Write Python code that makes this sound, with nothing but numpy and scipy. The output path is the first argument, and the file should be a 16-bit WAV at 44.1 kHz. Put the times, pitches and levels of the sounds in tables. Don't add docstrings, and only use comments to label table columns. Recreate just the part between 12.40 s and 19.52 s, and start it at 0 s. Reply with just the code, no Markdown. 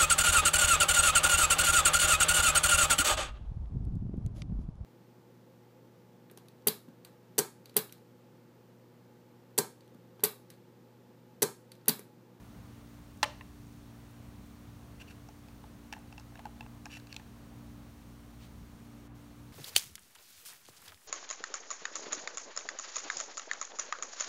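import sys
import numpy as np
from scipy import signal
from scipy.fft import rfft, irfft, next_fast_len
from scipy.io import wavfile
from scipy.ndimage import map_coordinates

SR = 44100
rng = np.random.default_rng(int(sys.argv[2]) if len(sys.argv) > 2 else 0)


def ratio(d):
    e = np.asarray(d, float) / 20
    return 10 ** e


def materialize(psi):
    bounded = np.clip(np.atleast_2d(psi).T, -1, 1)
    quanta = np.round(bounded * 32767).astype(np.int16)
    wavfile.write(sys.argv[1], SR, quanta)


N = 314105
T = np.arange(N) / SR

# (frequency [Hz], level [dB per Hz])
DUCT_SPECTRUM = [(15, -25), (26, -16), (34, -12), (45, -8.5), (62, -3.5), (100, -3.5), (140, -9.5),
                 (200, -4.5), (250, -16), (320, -17), (500, -19), (1150, -22), (1650, -27.5), (3000, -35.5),
                 (6000, -49.5)]
# (multiple of shaft speed [1], level [dB])
FAN_ORDERS = [(1, -60.5), (4, -59), (5, -61), (6, -76), (7, -77.5)]
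# (frequency [Hz], level [dB per Hz])
HISS_SPECTRUM = [(300, -15), (2000, 1), (4000, 1.5), (7000, -0.5), (12000, -3.5), (15900, -5)]
# (frequency [Hz], width [Hz], depth [0-1])
PORT_NOTCHES = [(5000, 240, 0.33), (7660, 650, 0.24), (10400, 590, 0.34)]
# (frequency [Hz], 60 dB decay time [s])
ROOM_DECAY = [(300, 0.35), (1000, 0.48), (3000, 0.39), (6000, 0.36), (12000, 0.17)]
# (time [s], length [s], level
# [dB], centre [Hz])
BRUSHES = [(6.035, .037, -61, 3000), (2.065, .015, -70, 8000), (1.71, .0015, -63, 11500),
           (2.157, .001, -67, 13500), (1.27, .004, -67, 7000), (1.327, .004, -67, 6100),
           (.775, .003, -65, 8000), (1.067, .002, -68, 9500), (3.5915, .0015, -59, 8600)]
# (time [s], level [dB], pitch [Hz], life [cycles])
RATTLES = [(.8300, -9, 5000, 5), (0.8323, -15, 5200, 8.4), (0.836, -16, 8700, 6.3), (0.8395, -18, 2980, 12),
           (.8405, -35, 5500, 6.8), (0.843, -33, 2050, 4.3), (.8470, -20, 2350, 5.1),
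           (0.849, -27, 1200, 6.2), (.8545, -37, 2100, 5.4), (.8590, -32, 610, 6.9),
           (0.861, -38, 1100, 6.9), (1.0097, -37, 1860, 11), (1.0100, -39.5, 2700, 16),
           (1.0103, -38, 1030, 8), (1.011, -44, 3800, 7), (1.016, -41, 1900, 6.8)]
# (frequency [Hz], width [Hz], level [dB])
CUP_MODES = [(295, 24, -11), (592, 28, -5), (855, 40, 4.5), (1032, 39, 1), (1154, 34, -4.5),
             (1364, 28, -3.5), (1540, 26, -5), (1735, 46, -1), (1880, 25, 1.5), (2080, 30, -3),
             (2350, 59, -9), (2760, 64, -2), (3200, 90, -23), (3550, 120, -9), (4090, 87, -3),
             (4940, 140, -21), (5500, 200, -16), (6400, 2600, -12.5), (8600, 2100, -34)]
# (frequency [Hz], level [dB per Hz])
SPLASH_SPECTRUM = [(250, -34), (550, 14), (1000, -10), (2500, -4), (5000, -5.5), (8000, -12), (14000, -27)]
# (start [s], length [s], level at the end [dB])
SLIDES = [(2.602, 0.019, -49.5), (2.677, 0.011, -56.5), (2.7, 0.012, -51.5), (4.503, 0.037, -49.5),
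          (4.551, .021, -48), (4.698, 0.023, -57)]
# (frequency [Hz], width [Hz], level [dB])
PAN_MODES = [(1650, 300, -5), (2394, 130, 0.5), (2700, 140, 4.5), (2940, 98, 4.5), (3220, 680, -10.5),
             (4750, 600, -10), (5630, 200, -5), (7260, 1500, -14.5), (10900, 3600, -20.5)]
# (frequency [Hz], width [Hz], level [dB])
WALL_MODES = [(1640, 210, -8.5), (2050, 250, -16), (2660, 160, -8), (3170, 360, -22)]
# (frequency [Hz], width [Hz], level [dB])
AIR_MODES = [(856, 60, 5.5), (673, 56, -5), (1000, 63, -10)]
# (frequency [Hz], width [Hz], level [dB])
EDGE_MODES = [(3550, 560, -10.5), (5500, 1600, -10.5), (7200, 820, -7), (8700, 1800, -25),
              (12000, 6000, -39)]
# (time [s], wall level [dB], air column over wall [dB], snap over wall [dB])
NEAR_BASE = [(3.2385, -54, 9, -15), (3.4464, -64, 5, 1), (3.547, -55, 5, -10), (3.5638, -54.5, 12, -13),
             (3.7964, -53.5, 0, 10.5), (3.808, -60, 8, -8), (3.9908, -48, 7.5, -19),
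             (4.0536, -39.5, 6.5, -5), (4.066, -53, 9, -10), (4.4634, -44, 2.5, -9), (4.5974, -54, -3, 6)]
# (time [s], wall level [dB], air column over wall [dB], snap over wall [dB])
MID_WALL = [(3.5342, -38, -7, -20), (3.579, -57, 7, -12), (3.9204, -62, 9, -4), (3.9543, -43.5, -5, -7),
            (4.3494, -65, 12, -8), (4.7959, -48.5, -2, -6)]
# (time [s], wall level [dB], air column over wall [dB], snap over wall [dB])
NEAR_RIM = [(2.8868, -57.5, 12, 11), (3.0838, -50.5, -0.5, -4), (3.5254, -32.5, -3.5, -3),
            (3.5338, -36.5, -4, -7), (3.7249, -45.5, -1.5, -5.5), (3.7787, -40.5, -5.5, -6),
            (3.9734, -50, -11, -9), (3.9925, -44, -9, -16), (3.999, -58, 11, -8), (4.2068, -36, -4, -9),
            (4.2264, -54, 4, -11), (4.2621, -53, 8.5, -17), (4.3264, -69, 7, -7), (4.4552, -39, -3.5, 1.5),
            (4.569, -45.5, -1.5, -13)]
# (time [s], wall level [dB], air column over wall [dB], snap over wall [dB])
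SET_DOWN = [
    (4.6692, -49.5, -12, 1),
    (4.7256, -37.5, -18, 1.7),
    (4.7424, -44, -20, 2),
    (4.7635, -33, -14, 3.7),
]


def unit(x):
    return x / np.sqrt(np.mean(x ** 2) + 1e-20)


def peak(x):
    return x / np.max(np.abs(x))


def along(points, hz):
    f, v = np.transpose(points)
    return np.interp(np.log(hz + 1), np.log(f + 1), v)


def wobble(rate):
    return map_coordinates(rng.standard_normal(int(N * rate / SR) + 4), [T * rate])


def filtered(x, response):
    m = next_fast_len(len(x) + SR // 2)
    return irfft(rfft(x, m) * response(np.fft.rfftfreq(m, 1 / SR)), m)[:len(x)]


def modes(table):
    def response(f):
        total = 0
        for k, (centre, width, db) in enumerate(table):
            damping = 1j * f * width
            total = total + (-1) ** k * ratio(db) * damping / (centre * centre - f * f + damping)
        return total
    return response


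def noise(spectrum):
    return unit(filtered(rng.standard_normal(N), lambda hz: ratio(along(spectrum, hz))))


def add(out, s, piece):
    out[round(s * SR):][:len(piece)] += piece


def room(x):
    hz, t, z = signal.stft(rng.standard_normal(SR // 2), SR, nperseg=256)
    decay = ratio(-60 * t / along(ROOM_DECAY, hz)[:, None])
    tail = signal.istft(z * decay, SR, nperseg=256)[1]
    delayed = np.pad(x, (300, 0))
    return signal.fftconvolve(delayed, tail / np.linalg.norm(tail))[:N]


def ventilation():
    air = noise(DUCT_SPECTRUM)
    low = filtered(air, lambda hz: 1 / (1 + (hz / 300) ** 4))
    rumble = ratio(0.26 * wobble(1.38) + 1.44 * wobble(4.77)) * low
    rush = ratio(0.25 * wobble(0.8) + 0.6 * wobble(2.4)) * (air - low)
    return ratio(-55) * (rumble + rush)


def fan():
    motor_hz = 58.16
    turn = 2 * np.pi * motor_hz * T
    out = np.zeros(N)
    for k, db in FAN_ORDERS:
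        level = ratio(db + 1.57 * wobble(3.06))
        out += level * np.sin(k * turn + 0.18 * wobble(4.1) + 7 * rng.random())
    return np.sqrt(2) * out


def mains():
    level = ratio(-58.5 + 2.3 * wobble(12))
    return np.sqrt(2) * level * np.sin(2 * np.pi * 120 * T + 0.53 * wobble(8))


def lamp():
    whistle_hz, level_db, fading_db = 15226, -86, 3
    shadow_s, shadow_half_s, shadow_db = 6.53, 0.2, -14
    shadow = shadow_db * np.exp(-((T - shadow_s) / shadow_half_s) ** 4)
    level = ratio(level_db + fading_db * wobble(7) + shadow)
    return np.sqrt(2) * level * np.sin(2 * np.pi * whistle_hz * T + 0.8 * wobble(7))


def microphone_hiss():
    duck_s, hold_s, ramp_s, duck_db = 6.682, 0.062, 0.01, -10.5
    outside_s = np.maximum(duck_s - T, T - duck_s - hold_s)
    duck = ratio(duck_db * np.clip(1 - outside_s / ramp_s, 0, 1))
    return ratio(-66) * duck * noise(HISS_SPECTRUM)


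def rustle():
    out = np.zeros(N)
    for s, length, db, hz in BRUSHES:
        t = np.arange(-3 * length, 3 * length, 1 / SR)
        width_hz = hz * np.clip(90 * length, 0.25, 1.8)
        band = modes([(hz, width_hz, 0)])
        puff = unit(filtered(rng.standard_normal(10000), lambda f: band(f) ** 2))[:len(t)]
        add(out, s - 3 * length, ratio(db) * puff * np.exp(-(t / length) ** 2))
    return out


def blow():
    push, t, push_s = np.zeros(N), np.arange(1500) / SR, 0.00016
    add(push, 0.8294, ratio(7.5) * np.sin(np.pi * np.clip(t / push_s, 0, 1)))
    closing = ratio(-1100 * np.clip(T - 0.841, 0, 1))
    return closing * filtered(push, modes(CUP_MODES))


def rattle():
    out, t = np.zeros(N), np.arange(1500) / SR
    for s, db, hz, cycles in RATTLES:
        turns = hz * t
        envelope = ratio(db - 25 * turns / cycles) * (1 - np.exp(-turns))
        add(out, s, envelope * np.sin(2 * np.pi * turns))
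    return out


def crunch():
    start_s, start_db, sag_db_per_s = 0.8298, -29.5, 650
    soaked_s, soak_db_per_s = 0.843, 2500
    level_db = start_db - sag_db_per_s * np.clip(T - start_s, 0, 1)
    level_db = level_db - soak_db_per_s * np.clip(T - soaked_s, 0, 1)
    level_db = level_db - 70000 * np.clip(start_s - T, 0, 0.01)
    grit = noise([(1200, -42), (2500, -2.5), (5000, -5), (10000, -15), (15500, -26)])
    return ratio(level_db + 3.5 * wobble(700)) * grit


def settling():
    spray = np.zeros(N)
    spray[[round(0.836 * SR), round(0.848 * SR)]] = ratio(-14)
    return filtered(room(spray), lambda hz: ratio(along(SPLASH_SPECTRUM, hz)))


def drop():
    cup = blow() + rattle()
    return cup + ratio(-19.5) * room(cup) + crunch() + settling()


def scrape():
    grip_s, let_go_s, press_db = 0.008, 0.015, 5.5
    grains = rng.standard_normal(N) * ratio(2 * wobble(900) + wobble(120))
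    stroke = np.zeros(N)
    for s, length, db in SLIDES:
        press = press_db * np.clip(1 - (T - s) / length, 0, 1)
        rise = 20 * np.clip(s - T, 0, 1) / grip_s
        fall = 20 * np.clip(T - s - length, 0, 1) / let_go_s
        stroke += ratio(db - press - rise - fall)
    return stroke * unit(filtered(grains, modes(PAN_MODES)))


def tap(air_db, snap_db, wall_hz, snap_hz):
    t = np.arange(3000) / SR
    grit = rng.standard_normal((5, len(t)))
    wall_hz = wall_hz * np.exp(0.025 * grit[1, 0])
    snap_hz = snap_hz * np.exp(0.08 * grit[3, 0])
    contact = t * ratio(-60 * t / 0.0068)

    tilt = np.exp(0.025 * np.clip(grit[0, 0], -1.5, 1.5))
    column = [(c * tilt, w, g) for c, w, g in AIR_MODES]
    puff = (1 + 0.69 * grit[0]) * t ** 2 * ratio(-60 * t / 0.0043)
    air = filtered(puff, modes(column))

    damped_hz = 152 + 40 * max(-8 - air_db, 0)
    wall = filtered(grit[1] * contact, modes([(wall_hz, damped_hz, 0)]))
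    wall = wall + filtered(grit[2] * contact, modes(WALL_MODES))

    bite = t * ratio(-60 * t / 0.0057)
    snap = filtered(grit[3] * contact, modes([(snap_hz, 450, 0)]))
    snap = snap + filtered(1.46 * grit[4] * bite, modes(EDGE_MODES))
    return ratio(air_db) * peak(air) + peak(wall) + ratio(snap_db) * peak(snap)


def taps_at(contacts, wall_hz, snap_hz):
    out = np.zeros(N)
    for s, db, air_db, snap_db in contacts:
        add(out, s + 0.0004, ratio(db) * tap(air_db, snap_db, wall_hz, snap_hz))
    return out


def taps():
    base = taps_at(NEAR_BASE, wall_hz=1560, snap_hz=4000)
    middle = taps_at(MID_WALL, wall_hz=1670, snap_hz=3700)
    rim = taps_at(NEAR_RIM, wall_hz=2635, snap_hz=5130)
    landing = taps_at(SET_DOWN, wall_hz=2550, snap_hz=4330)
    return base + middle + rim + landing


def scene():
    background = ventilation() + fan() + mains() + lamp()
    held = scrape() + taps()
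    swirl = np.sin(np.pi * T / 0.11) ** 2
    answer = ratio(-17.5) * (room(swirl * held) + room((1 - swirl) * held))
    return (background + rustle() + drop() + held + answer)[None]


def band_limit(x):
    return signal.sosfilt(signal.butter(12, 16430, fs=SR, output="sos"), x)


def record(dry):
    x = dry[0] + microphone_hiss()

    def port(hz):
        dips = sum(depth * np.exp(-((hz - c) / w) ** 2) for c, w, depth in PORT_NOTCHES)
        return (hz < 15830) * (1 - dips)

    return band_limit(filtered(x, port)[None])


dry = scene()
out = record(dry)
materialize(out)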